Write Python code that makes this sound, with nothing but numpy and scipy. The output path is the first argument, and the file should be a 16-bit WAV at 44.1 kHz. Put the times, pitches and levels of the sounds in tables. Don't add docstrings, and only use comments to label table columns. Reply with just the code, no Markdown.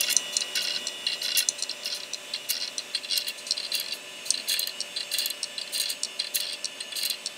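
import sys
import numpy as np
from scipy import signal
from scipy.fft import rfft, irfft, next_fast_len
from scipy.io import wavfile

SR = 44100
rng = np.random.default_rng(int(sys.argv[2]) if len(sys.argv) > 2 else 0)


def how_loud(loudness_db):
    steps = np.asarray(loudness_db, float) / 20
    return 10 ** steps


def store_pcm(level_fs):
    pcm = np.round(np.clip(level_fs, -1, 1) * 32767).astype(np.int16)
    wavfile.write(sys.argv[1], SR, np.atleast_2d(pcm).T)


N = 325325

# start_s, stop_peak_db, arm_re_stop_db, slider_re_stop_db
KNOCKS = [(0.165, -4, -8.5, -6.5), (0.3667, -9, -5, -2.5), (0.406, -16, -6, -5.5), (0.8693, -19.5, 0, -6),
          (0.8825, -25, 2.5, -10), (1.4863, -5.5, -8.5, -6), (1.587, -32, -4, -6), (1.597, -37, -4, -4),
          (1.6231, -17.5, 0.5, -4.5), (1.6346, -20, 0, -12), (2.1336, -19, -3, -14),
          (2.1436, -25, 4.5, -14), (2.7805, -17.5, 0.5, -5.5), (3.467, -25.5, -16, -6),
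          (3.5079, -13, 1.5, -7), (3.5192, -18, 4, -8), (4.3045, -6, -3, -2), (4.8038, -18, -2, -6),
          (4.813, -21.5, -2, -10), (5.43, -15.5, -6, -6.5), (5.4403, -20.5, -1, -9), (6.033, -12, -7.5, -6),
          (6.047, -20, -2, -11), (6.052, -31, 5, -1), (6.644, -16.5, -3.5, -7.5), (6.654, -19, -1.5, -6),
          (7.2594, -16.5, -6, -6), (7.269, -22, -1, -8)]
# start_s, arm_peak_db, frame_re_arm_db, cover_re_arm_db
GRAZES = [(0.4162, -16.5, -7.5, -23), (0.76, -18.5, -5, -4), (1.065, -13.5, -2.5, -27),
          (1.2152, -19, -10, -16), (1.4225, -24, -8, 1), (1.692, -17, -14, -19), (1.711, -25.5, -8, 1.5),
          (1.8323, -33.5, -9, 5.5), (2.001, -34, 2.5, 9.5), (2.032, -26, -8, 0), (2.3346, -15.5, -19, -29),
          (2.342, -24.5, 1, -23), (2.947, -16.5, -3.5, -29), (2.972, -28.5, 1, -21), (3.043, -25, -2, -12),
          (3.717, -18, -11, -23), (4.67, -20.5, -8.5, -19), (4.692, -25.5, -8, -18),
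          (5.2577, -19.5, -5, -12), (5.3017, -21, -8, -18), (5.5787, -19, -7, -32),
          (5.6128, -22.5, -4.5, -28), (5.798, -16.5, -11, -19), (6.197, -13.5, -7.5, -27),
          (6.216, -24, -11, -26), (6.242, -22, -6, -23), (6.267, -24.5, -6, -23), (6.805, -20, -16, -28),
          (6.9192, -29, 3.5, -22), (2.445, -40, 6.5, -8), (3.085, -32, 3, -12), (6.803, -22.5, -4, -22),
          (7.097, -21, -6.5, -12)]
# start_s, arm_peak_db
TICKS = [(-0.0017, -31.5), (0.0097, -24.5), (0.0306, -23.5), (0.037, -23.5), (0.065, -27.0),
         (0.0747, -28.0), (0.0823, -22.5), (0.0982, -22.5), (0.1097, -22.0), (0.1241, -27.5),
         (0.3726, -30.5), (0.4112, -27.0), (0.5529, -21.5), (0.5597, -24.0), (0.5659, -30.5),
         (0.5712, -20.0), (0.5803, -24.0), (0.5906, -23.5), (0.6063, -23.5), (0.617, -29.0),
         (0.6408, -25.5), (0.6482, -22.0), (0.6544, -29.5), (0.6709, -20.5), (0.6817, -20.0),
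         (0.6953, -24.5), (0.704, -19.5), (0.7196, -24.0), (0.7349, -27.0), (0.7481, -24.5),
         (0.7684, -26.0), (1.0819, -24.0), (1.0973, -26.0), (1.1028, -31.0), (1.1172, -22.5),
         (1.1296, -21.5), (1.1401, -29.0), (1.2264, -30.0), (1.2375, -28.0), (1.2467, -21.5),
         (1.2592, -21.5), (1.2803, -21.0), (1.289, -24.0), (1.3029, -23.5), (1.3161, -20.0),
         (1.3482, -19.0), (1.3572, -20.5), (1.3625, -27.0), (1.3698, -22.5), (1.3783, -19.0),
         (1.3843, -21.5), (1.3902, -22.0), (1.4014, -20.0), (1.4168, -31.0), (1.8558, -23.0),
         (1.8675, -29.0), (1.8755, -26.5), (1.9003, -25.5),
         (1.9086, -30.5), (1.9143, -27.0), (1.9218, -23.0), (1.9265, -21.5), (1.9343, -23.0),
           (1.9453, -29.5), (1.9501, -30.0), (1.9684, -30.0), (2.358, -24.5), (2.4924, -28.5),
           (2.5022, -23.0), (2.51, -25.0), (2.5195, -27.0), (2.5296, -25.5), (2.5411, -27.0),
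           (2.5517, -25.0), (2.5646, -22.5), (2.5752, -25.5), (2.5999, -27.5), (2.6106, -25.0),
           (2.6212, -22.0), (2.6299, -23.5), (2.635, -26.5), (2.6433, -27.0), (2.651, -28.0),
           (2.6755, -23.0), (2.7893, -22.0), (2.7939, -27.0), (2.9361, -31.0), (2.9522, -18.0),
           (2.9629, -30.5), (3.0324, -31.0), (3.0985, -23.0), (3.1085, -18.5), (3.119, -18.0),
           (3.1297, -16.0), (3.1394, -21.5), (3.1449, -21.0), (3.1555, -18.5), (3.1604, -23.5),
           (3.167, -28.0), (3.1745, -16.5), (3.1884, -25.5), (3.2008, -26.0), (3.2082, -26.0),
           (3.2169, -24.0), (3.2436, -27.5), (3.2665, -23.5), (3.2789, -24.5), (3.2854, -27.5),
           (3.2943, -25.0), (3.5674, -26.5), (3.5765, -19.0), (3.5989, -19.5), (3.6281, -26.0),
           (3.6376, -27.5), (3.6474, -23.0), (3.663, -27.0),
         (3.7233, -28.5), (3.7318, -25.5), (3.7395, -17.5), (3.7491, -21.5), (3.7553, -22.5),
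           (3.7604, -25.0), (3.7748, -24.5), (3.7846, -27.0), (3.7963, -23.5), (3.8071, -22.5),
           (3.8273, -30.5), (3.8396, -29.0), (3.8597, -28.5), (3.8817, -25.5), (3.9076, -26.0),
           (3.9208, -21.0), (3.928, -29.5), (3.9326, -29.0), (4.3162, -31.0), (4.3393, -19.5),
           (4.3506, -26.5), (4.3738, -23.5), (4.3957, -26.0), (4.4055, -30.0), (4.4727, -27.5),
           (4.4893, -26.0), (4.4955, -20.5), (4.5071, -21.0), (4.5165, -19.0), (4.5263, -23.0),
           (4.5373, -18.5), (4.5492, -26.0), (4.557, -29.0), (4.5619, -23.5), (4.5699, -27.5),
           (4.5791, -25.0), (4.5934, -20.5), (4.6028, -24.5), (4.617, -23.5), (4.6273, -17.0),
           (4.6365, -24.0), (4.9607, -23.0), (4.9664, -21.0), (4.9715, -22.0), (4.9821, -30.0),
           (4.9961, -27.5), (5.0041, -19.5), (5.0276, -27.0), (5.1141, -24.5), (5.1373, -18.5),
           (5.1458, -24.5), (5.1618, -30.0), (5.1721, -27.0), (5.183, -23.0), (5.1897, -20.5),
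           (5.2002, -20.5), (5.2065, -30.0), (5.2121, -23.0),
         (5.2209, -24.0), (5.2269, -25.5), (5.233, -30.0), (5.2438, -24.5), (5.2689, -27.0),
           (5.2802, -30.0), (5.5878, -28.5), (5.674, -29.5), (5.7356, -29.5), (5.7461, -22.5),
           (5.7523, -27.5), (5.7582, -21.5), (5.7685, -25.0), (5.7805, -27.0), (5.8122, -22.0),
           (5.8261, -25.0), (5.8346, -21.5), (5.8558, -21.0), (5.8659, -26.5), (5.8808, -24.5),
           (5.8882, -27.0), (5.9013, -24.0), (5.9106, -27.5), (5.9244, -28.0), (6.1907, -22.5),
           (6.3494, -30.5), (6.355, -27.5), (6.3617, -21.5), (6.3989, -22.5), (6.4093, -25.0),
           (6.4192, -27.5), (6.43, -26.5), (6.4414, -28.5), (6.4513, -28.0), (6.4665, -25.0),
           (6.4747, -31.0), (6.486, -28.0), (6.4951, -26.0), (6.5083, -28.5), (6.5209, -27.5),
           (6.5297, -27.0), (6.5345, -28.0), (6.5412, -29.5), (6.9545, -26.0), (6.9768, -30.0),
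           (6.9856, -24.5), (7.0113, -23.0), (7.021, -23.5), (7.0328, -20.0), (7.0457, -29.0),
           (7.0504, -21.0), (7.0584, -22.5), (7.0637, -29.0), (7.0711, -24.5), (7.1059, -18.5),
           (7.1182, -29.0), (7.1284, -29.0), (7.1392, -30.0)]
# start_s, end_s
RATTLES_S = [(.015, .04), (.058, .125), (.555, .655), (.655, .75), (1.07, 1.13), (1.23, 1.315),
             (1.335, 1.405), (1.845, 1.875), (1.89, 1.945), (2.475, 2.515), (2.515, 2.655), (3.09, 3.215),
             (3.255, 3.29), (3.555, 3.66), (3.72, 3.805), (3.83, 3.92), (4.33, 4.4), (4.455, 4.58),
             (4.585, 4.635), (4.955, 5.025), (5.105, 5.17), (5.18, 5.28), (5.725, 5.83), (5.845, 5.92),
             (6.345, 6.37), (6.39, 6.54), (6.945, 6.99), (7, 7.07), (7.09, 7.125)]
# arm_share_db, frame_re_arm_db, cover_re_arm_db
RATTLES_DB = [(-2, 5.5, 6.5), (-2.5, 3.5, 5), (-2, 1.5, 5), (-2, -2.5, 2.5), (2.5, -3, -18),
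              (-0.5, -3, -0.5), (-0.5, 0, -1), (-2, 1, 5.5), (-1.5, -8, 0.5), (-2.5, 4.5, 3),
              (-0.5, -6.5, 1), (-1.5, -5.5, -1), (0.5, -1, -10), (0.5, -8.5, -19), (1, -4.5, -12),
              (1, -7, -8), (2, -8.5, -27), (0.5, -2.5, -25), (0.5, -9, -21), (1, -7.5, -28), (1, -3.5, -18),
              (-1, -2.5, -10), (-0.5, -3.5, -10), (0.5, -5, -8), (0.5, 1, -11), (0.5, -4, -5),
              (0.5, -1, -14), (0, -6, -6), (2, -3.5, -12)]
# start_s, edge_peak_db, slider_re_edge_db
BITES = [(.0074, -10.5, -6.5), (0.126, -13.5, -6), (0.5557, -23, 1), (1.399, -23, -4), (1.8598, -40, -13),
         (1.9458, -31, -4), (2.502, -14, -20), (2.5067, -12, -10), (3.176, -16, -5.5), (3.2833, -19, -16),
         (3.7513, -16, -13), (3.798, -20, -7), (4.486, -21, -12), (4.494, -19, -9), (4.5926, -12.5, -7.5),
         (4.672, -20.5, -13), (5.1363, -19.5, -3), (5.184, -11.5, -13), (5.2577, -14.5, -8),
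         (5.301, -20.5, -5), (5.778, -23, 0), (5.9005, -21.5, -5), (6.347, -19, -7), (6.3556, -10, -9),
         (6.404, -21, -5), (6.53, -36.5, 9), (6.806, -47, 18), (6.921, -49.5, 19), (2.952, -48, 18),
         (2.963, -50, 18), (6.966, -32, 4), (7.031, -21, -4), (7.051, -19, -6), (7.058, -16, -6),
         (7.099, -18, -2.5)]
# start_s, edge_peak_db, slider_re_edge_db, gap_s
SKIPS = [
    (0.101, -22, 0, 0.0086),
    (1.3715, -12.5, -5, 0.0087),
    (4.518, -20, -2.5, 0.0097),
    (5.7332, -27.5, -2, .0065),
    (5.7978, -20, -1.5, 0.008),
]
# start_s, fade_s, edge_db, duller_parts_re_edge_db
SWEEPS = [(.005, 0.11, -51, 5.5), (0.092, 0.026, -43.5, 4.5), (0.321, .04, -52, 7.5),
          (0.556, 0.024, -52, 6), (0.613, 0.03, -46, 3), (1.22, 0.054, -47.5, 2.5), (1.37, 0.038, -37, -2),
          (1.58, 0.026, -64.5, 20.5), (1.842, 0.032, -47.5, -1), (1.946, 0.033, -48.5, 2.5),
          (2.486, 0.029, -38, -1), (3.102, 0.066, -64, 14), (3.164, 0.015, -48, 10), (3.269, .03, -48, -1),
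          (3.373, 0.036, -58, 11), (3.462, 0.038, -57.5, 12), (3.724, 0.066, -44.5, -0.5),
          (3.929, 0.034, -49, -3), (4.25, 0.051, -51.5, 7), (4.478, 0.06, -41, 2.5),
          (5.113, 0.051, -44.5, 0.5), (5.177, 0.055, -48, 6), (5.72, 0.068, -45, 2), (5.798, 0.038, -44, 4),
          (5.886, 0.036, -45.5, 4), (6.336, 0.054, -42, 2), (6.954, 0.054, -43, 1.5)]

# pitch_hz, width_hz, above_db, side_db
ARM = [(4110, 125, 0, -4), (4190, 125, -4, 0), (4600, 150, -10, -2)]
# pitch_hz, width_hz, above_db, side_db
SHANK = [(3970, 260, 0, -3), (4220, 140, -1, -8), (4410, 120, -10, 8), (5160, 260, 2, -9)]
# pitch_hz, width_hz, above_db, side_db
LATCH = [(5600, 250, -20, 1), (5540, 330, -17, 19.5), (5860, 290, 9.5, 2), (7680, 130, 2, 9),
         (4880, 1330, -10.5, -19)]
# pitch_hz, width_hz, above_db, side_db
STOP = [(5830, 440, 1, -23), (6100, 450, 28, -51), (6420, 430, -20, -1.5), (6890, 730, -16, -1)]
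# pitch_hz, width_hz, above_db, side_db
SLIDER = [(7100, 130, 2, -24), (8465, 215, -2, 13), (8870, 350, -7.5, 7.5), (9620, 100, 1.5, -3),
          (9830, 83, -6.5, -35)]
# pitch_hz, width_hz, above_db, side_db
EDGE = [(10600, 350, -3, -5), (11100, 350, -3, -2), (11650, 380, 0, 0), (13000, 1600, -12, -12),
        (14100, 500, -11, -10), (15000, 550, -7, -5)]
# pitch_hz, width_hz, above_db, side_db
FRAME = [(1782, 74, -30, -3.5), (1960, 100, -8, -7.5), (2200, 61, -6.5, -9.5), (2450, 490, -13, -6.5),
         (2778, 61, 7.5, 7), (3370, 126, 1, 6.5)]
# pitch_hz, width_hz, above_db, side_db
COVER = [(1479, 45, -4, -25), (4700, 220, -3, -7), (5100, 220, 0, -18), (5400, 300, -1, -12)]

# leave_s, arrive_s
MOVE_S = (1.29, 4.38)
# time_s, fan_db, whine_db
ROOM = [
    (0.0, -48.5, 3.5),
    (1.4, -51.5, 1),
    (2.2, -52.5, -0.5),
    (3.6, -53.5, -1),
    (4.6, -52, 0),
    (7.38, -53.5, -1.5),
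]
ABOVE_HZ = [1944, 2648, 2890, 3058, 3498, 4350, 5066, 7483, 7800, 8349, 9227, 9561, 10850, 13001, 15020]
ABOVE_DB = [-55, -61, -44, -57, -49, -77, -60, -56, -77, -63, -65, -69, -74, -75, -74]
SIDE_HZ = [1750, 2622, 2890, 3058, 3505, 3930, 5297, 5416, 6611, 7477, 7800, 7913, 8800, 9560, 10589, 10850,
           11750, 13001, 14580]
SIDE_DB = [-58, -58, -51, -55, -59, -60, -64, -65, -60, -63, -62, -64, -69, -71, -75, -76, -76, -75, -75]
# pitch_hz, level_db (rms)
SHARED_TONES = [(377, -62), (588, -56), (862, -67), (1008, -62), (1180, -68), (2510, -59), (2566, -60),
                (3005, -61), (3113, -62), (3500, -55)]
# pitch_hz, density_db (per Hz)
AIR = [(25, -54), (62, -29.5), (125, -16), (260, -4.5), (340, -10.5), (640, -2), (780, -11), (2080, -9),
       (2750, 0), (3300, -7.5), (4300, -11.5), (9400, -14), (10200, -20), (16000, -29.5)]


def side_view(s):
    return np.interp(s, MOVE_S, (0, 1))


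def ring(modes, view, t):
    out = 0
    for hz, width_hz, above_db, side_db in modes:
        chance = rng.standard_normal((len(view), 2))
        view_db = above_db + (side_db - above_db) * view
        gain = width_hz * how_loud(view_db + 2.2 * chance[:, 0])
        swell = 1 - np.exp(-2 * np.pi * width_hz * t)
        decay = np.exp(-np.pi * width_hz * t)
        detune = 1 + .009 * chance[:, 1:]
        out = out + gain[:, None] * swell * decay * np.sin(2 * np.pi * hz * t * detune)
    return out


def strike(modes, s, peak_db, push_s, size=1024, order=1):
    t = np.arange(size) / SR
    age = t / np.reshape(push_s, (-1, 1))
    push = age ** order * np.exp(-age) * rng.standard_normal((len(s), size))
    hits = signal.fftconvolve(push, ring(modes, side_view(s), t), axes=1)
    hits *= (how_loud(peak_db) / np.abs(hits).max(axis=1))[:, None]
    out = np.zeros(N + 2 * size)
    for start, hit in zip((s * SR).astype(int), hits):
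        out[start:start + len(hit)] += hit
    return out[:N]


def knocks():
    s, db, arm_db, slider_db = np.transpose(KNOCKS)
    hard = np.clip((db + 15) / 7, 0, 1)
    parts = (
        (LATCH, db - 6 * hard),
        (STOP, db - 13 * (1 - hard)),
        (ARM, db + arm_db - 3.5),
        (SHANK, db + arm_db - 3.5),
        (SLIDER, db + slider_db),
        (EDGE, db - 29.0),
    )
    return sum(strike(modes, s + .0001, part_db, 0.00035, size=768, order=2) for modes, part_db in parts)


def contacts():
    light_frame_db, light_cover_db = -8.5, -23
    start_s, end_s = np.transpose(RATTLES_S)
    s, db = np.array(TICKS).T
    rattle = np.maximum(np.searchsorted(start_s - .01, s) - 1, 0)
    arm_db, frame_db, cover_db = np.transpose(RATTLES_DB)[:, rattle]
    inside = s < end_s[rattle] + .025
    frame_db = np.where(inside, frame_db, light_frame_db)
    cover_db = np.where(inside, cover_db, light_cover_db)
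    ticks = np.c_[np.maximum(s, 0), db + arm_db * inside, frame_db, cover_db]
    return np.vstack([ticks, GRAZES]).T


def grazes():
    s, db, frame_db, cover_db = contacts()
    length, delay, dullness = rng.random((len(s), 3)).T
    rub_s = .00085 * (.8 + .4 * length)
    arm = strike(ARM, s, db, 1.2 * rub_s, order=2)
    cover = strike(COVER, s, db + cover_db, 0.79 * rub_s, order=2)
    frame = strike(FRAME, s, db + frame_db, 2.38 * rub_s, size=1280, order=2)
    drag = strike(ARM + COVER[1:], s + .005 * delay, db - 15.5, 0.0089, size=1280)
    slider_db = db - 14 + 6 * side_view(s) - 8 * dullness
    slider = strike(SLIDER[1:4], s, slider_db, rub_s, size=512, order=2)
    stop = strike(STOP, s, db - 23, rub_s, size=512, order=2)
    return arm + cover + frame + drag + slider + stop


def bites():
    skips = [(s + k * gap_s, db, slider_db) for s, db, slider_db, gap_s in SKIPS for k in range(3)]
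    s, db, slider_db = np.transpose(BITES + skips)
    db = np.minimum(db, -9)
    edge = strike(EDGE, s, db, 0.00071)
    slider = strike(SLIDER, s, db + slider_db, 0.00095)
    stop = strike(STOP, s, db - 7.5, 0.0016)
    return edge + slider + stop


def sweeps():
    s, fade_s, db, dull_db = np.transpose(SWEEPS)
    parts = (
        (EDGE, db + 13.5),
        (SLIDER, db + dull_db + 11.5),
        (STOP, db + dull_db + 10.5),
        (COVER, db + dull_db + 4.5),
        (ARM, db + dull_db + 14.5),
    )
    return sum(strike(modes, s, part_db, fade_s / 3, size=4096) for modes, part_db in parts)


def bench_echo(drive):
    t = np.arange(6000) / SR
    bench = rng.standard_normal(len(t)) * np.exp(-np.log(1000) * t / .13) * (t > .003)
    return how_loud(-39) * signal.fftconvolve(drive, bench)[:N]


def walk(rate_hz, step=1):
    knots = rng.standard_normal(int(N / SR * rate_hz) + 2)
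    return 1.22 * np.interp(np.arange(0, N, step) * (rate_hz / SR), np.arange(len(knots)), knots)


def whine():
    step = 32
    t = np.arange(N) / SR
    slow = t[::step]
    view = side_view(slow)
    groups = (  # tones, share, waver_db
        (zip(ABOVE_HZ, ABOVE_DB), (1 - view) ** 2, 1.3),
        (zip(SIDE_HZ, SIDE_DB), view ** .5, 3),
        (SHARED_TONES, 1, 1),
    )
    out = 0
    for tones, share, waver_db in groups:
        for hz, db in tones:
            drift_rad = min(hz / 2500, 1) * .5 * walk(14, step)
            drift_rad = drift_rad + min(hz / 7500, 1.1) ** 2 * walk(260, step)
            level_db = db + waver_db * walk(9, step) + min(hz / 3000, 2.5) * walk(70, step)
            gain = share * how_loud(level_db) * np.sqrt(2)
            phase = 2 * np.pi * (hz * t + rng.random()) + np.interp(t, slow, drift_rad)
            out = out + np.interp(t, slow, gain) * np.sin(phase)
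    return out


def unit(x):
    return x / np.sqrt(np.mean(x ** 2))


def air():
    hz, db = np.transpose(AIR)
    size = next_fast_len(N)
    bins_hz = np.arange(size // 2 + 1) * SR / size
    views = []
    for _ in range(2):
        ripple_db = 2.4 * walk(60)[:len(bins_hz)] * np.clip(bins_hz / 3500, 0, 1) ** 2
        colour = how_loud(np.interp(np.log(bins_hz + 1), np.log(hz), db) + ripple_db)
        noise = rng.standard_normal(size)
        views.append(unit(irfft(rfft(noise) * colour, size)[:N]))
    turn_rad = side_view(np.arange(N) / SR) * np.pi / 2
    above, side = views
    return (above * np.cos(turn_rad) + side * np.sin(turn_rad)) * how_loud(0.71 * walk(5.2))


def scene():
    time_s, room_fan_db, room_whine_db = np.transpose(ROOM)
    t = np.arange(N) / SR
    fan_db = np.interp(t, time_s, room_fan_db)
    whine_db = np.interp(t, time_s, room_whine_db)
    drive = knocks() + grazes() + bites() + sweeps()
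    drive = signal.sosfilt(signal.butter(4, 1250, "high", fs=SR, output="sos"), drive)
    drive = drive + bench_echo(drive)
    return (drive + how_loud(fan_db + 9.5) * air() + how_loud(whine_db) * whine())[None]


def band_limit(x):
    return signal.sosfilt(signal.butter(12, 16990, fs=SR, output="sos"), x)


def record(dry):
    rounded = np.tanh(dry)
    low_pass = signal.ellip(10, .2, 40, 15700, fs=SR, output="sos")
    return band_limit(signal.sosfilt(low_pass, rounded))


dry = scene()
out = record(dry)
store_pcm(out)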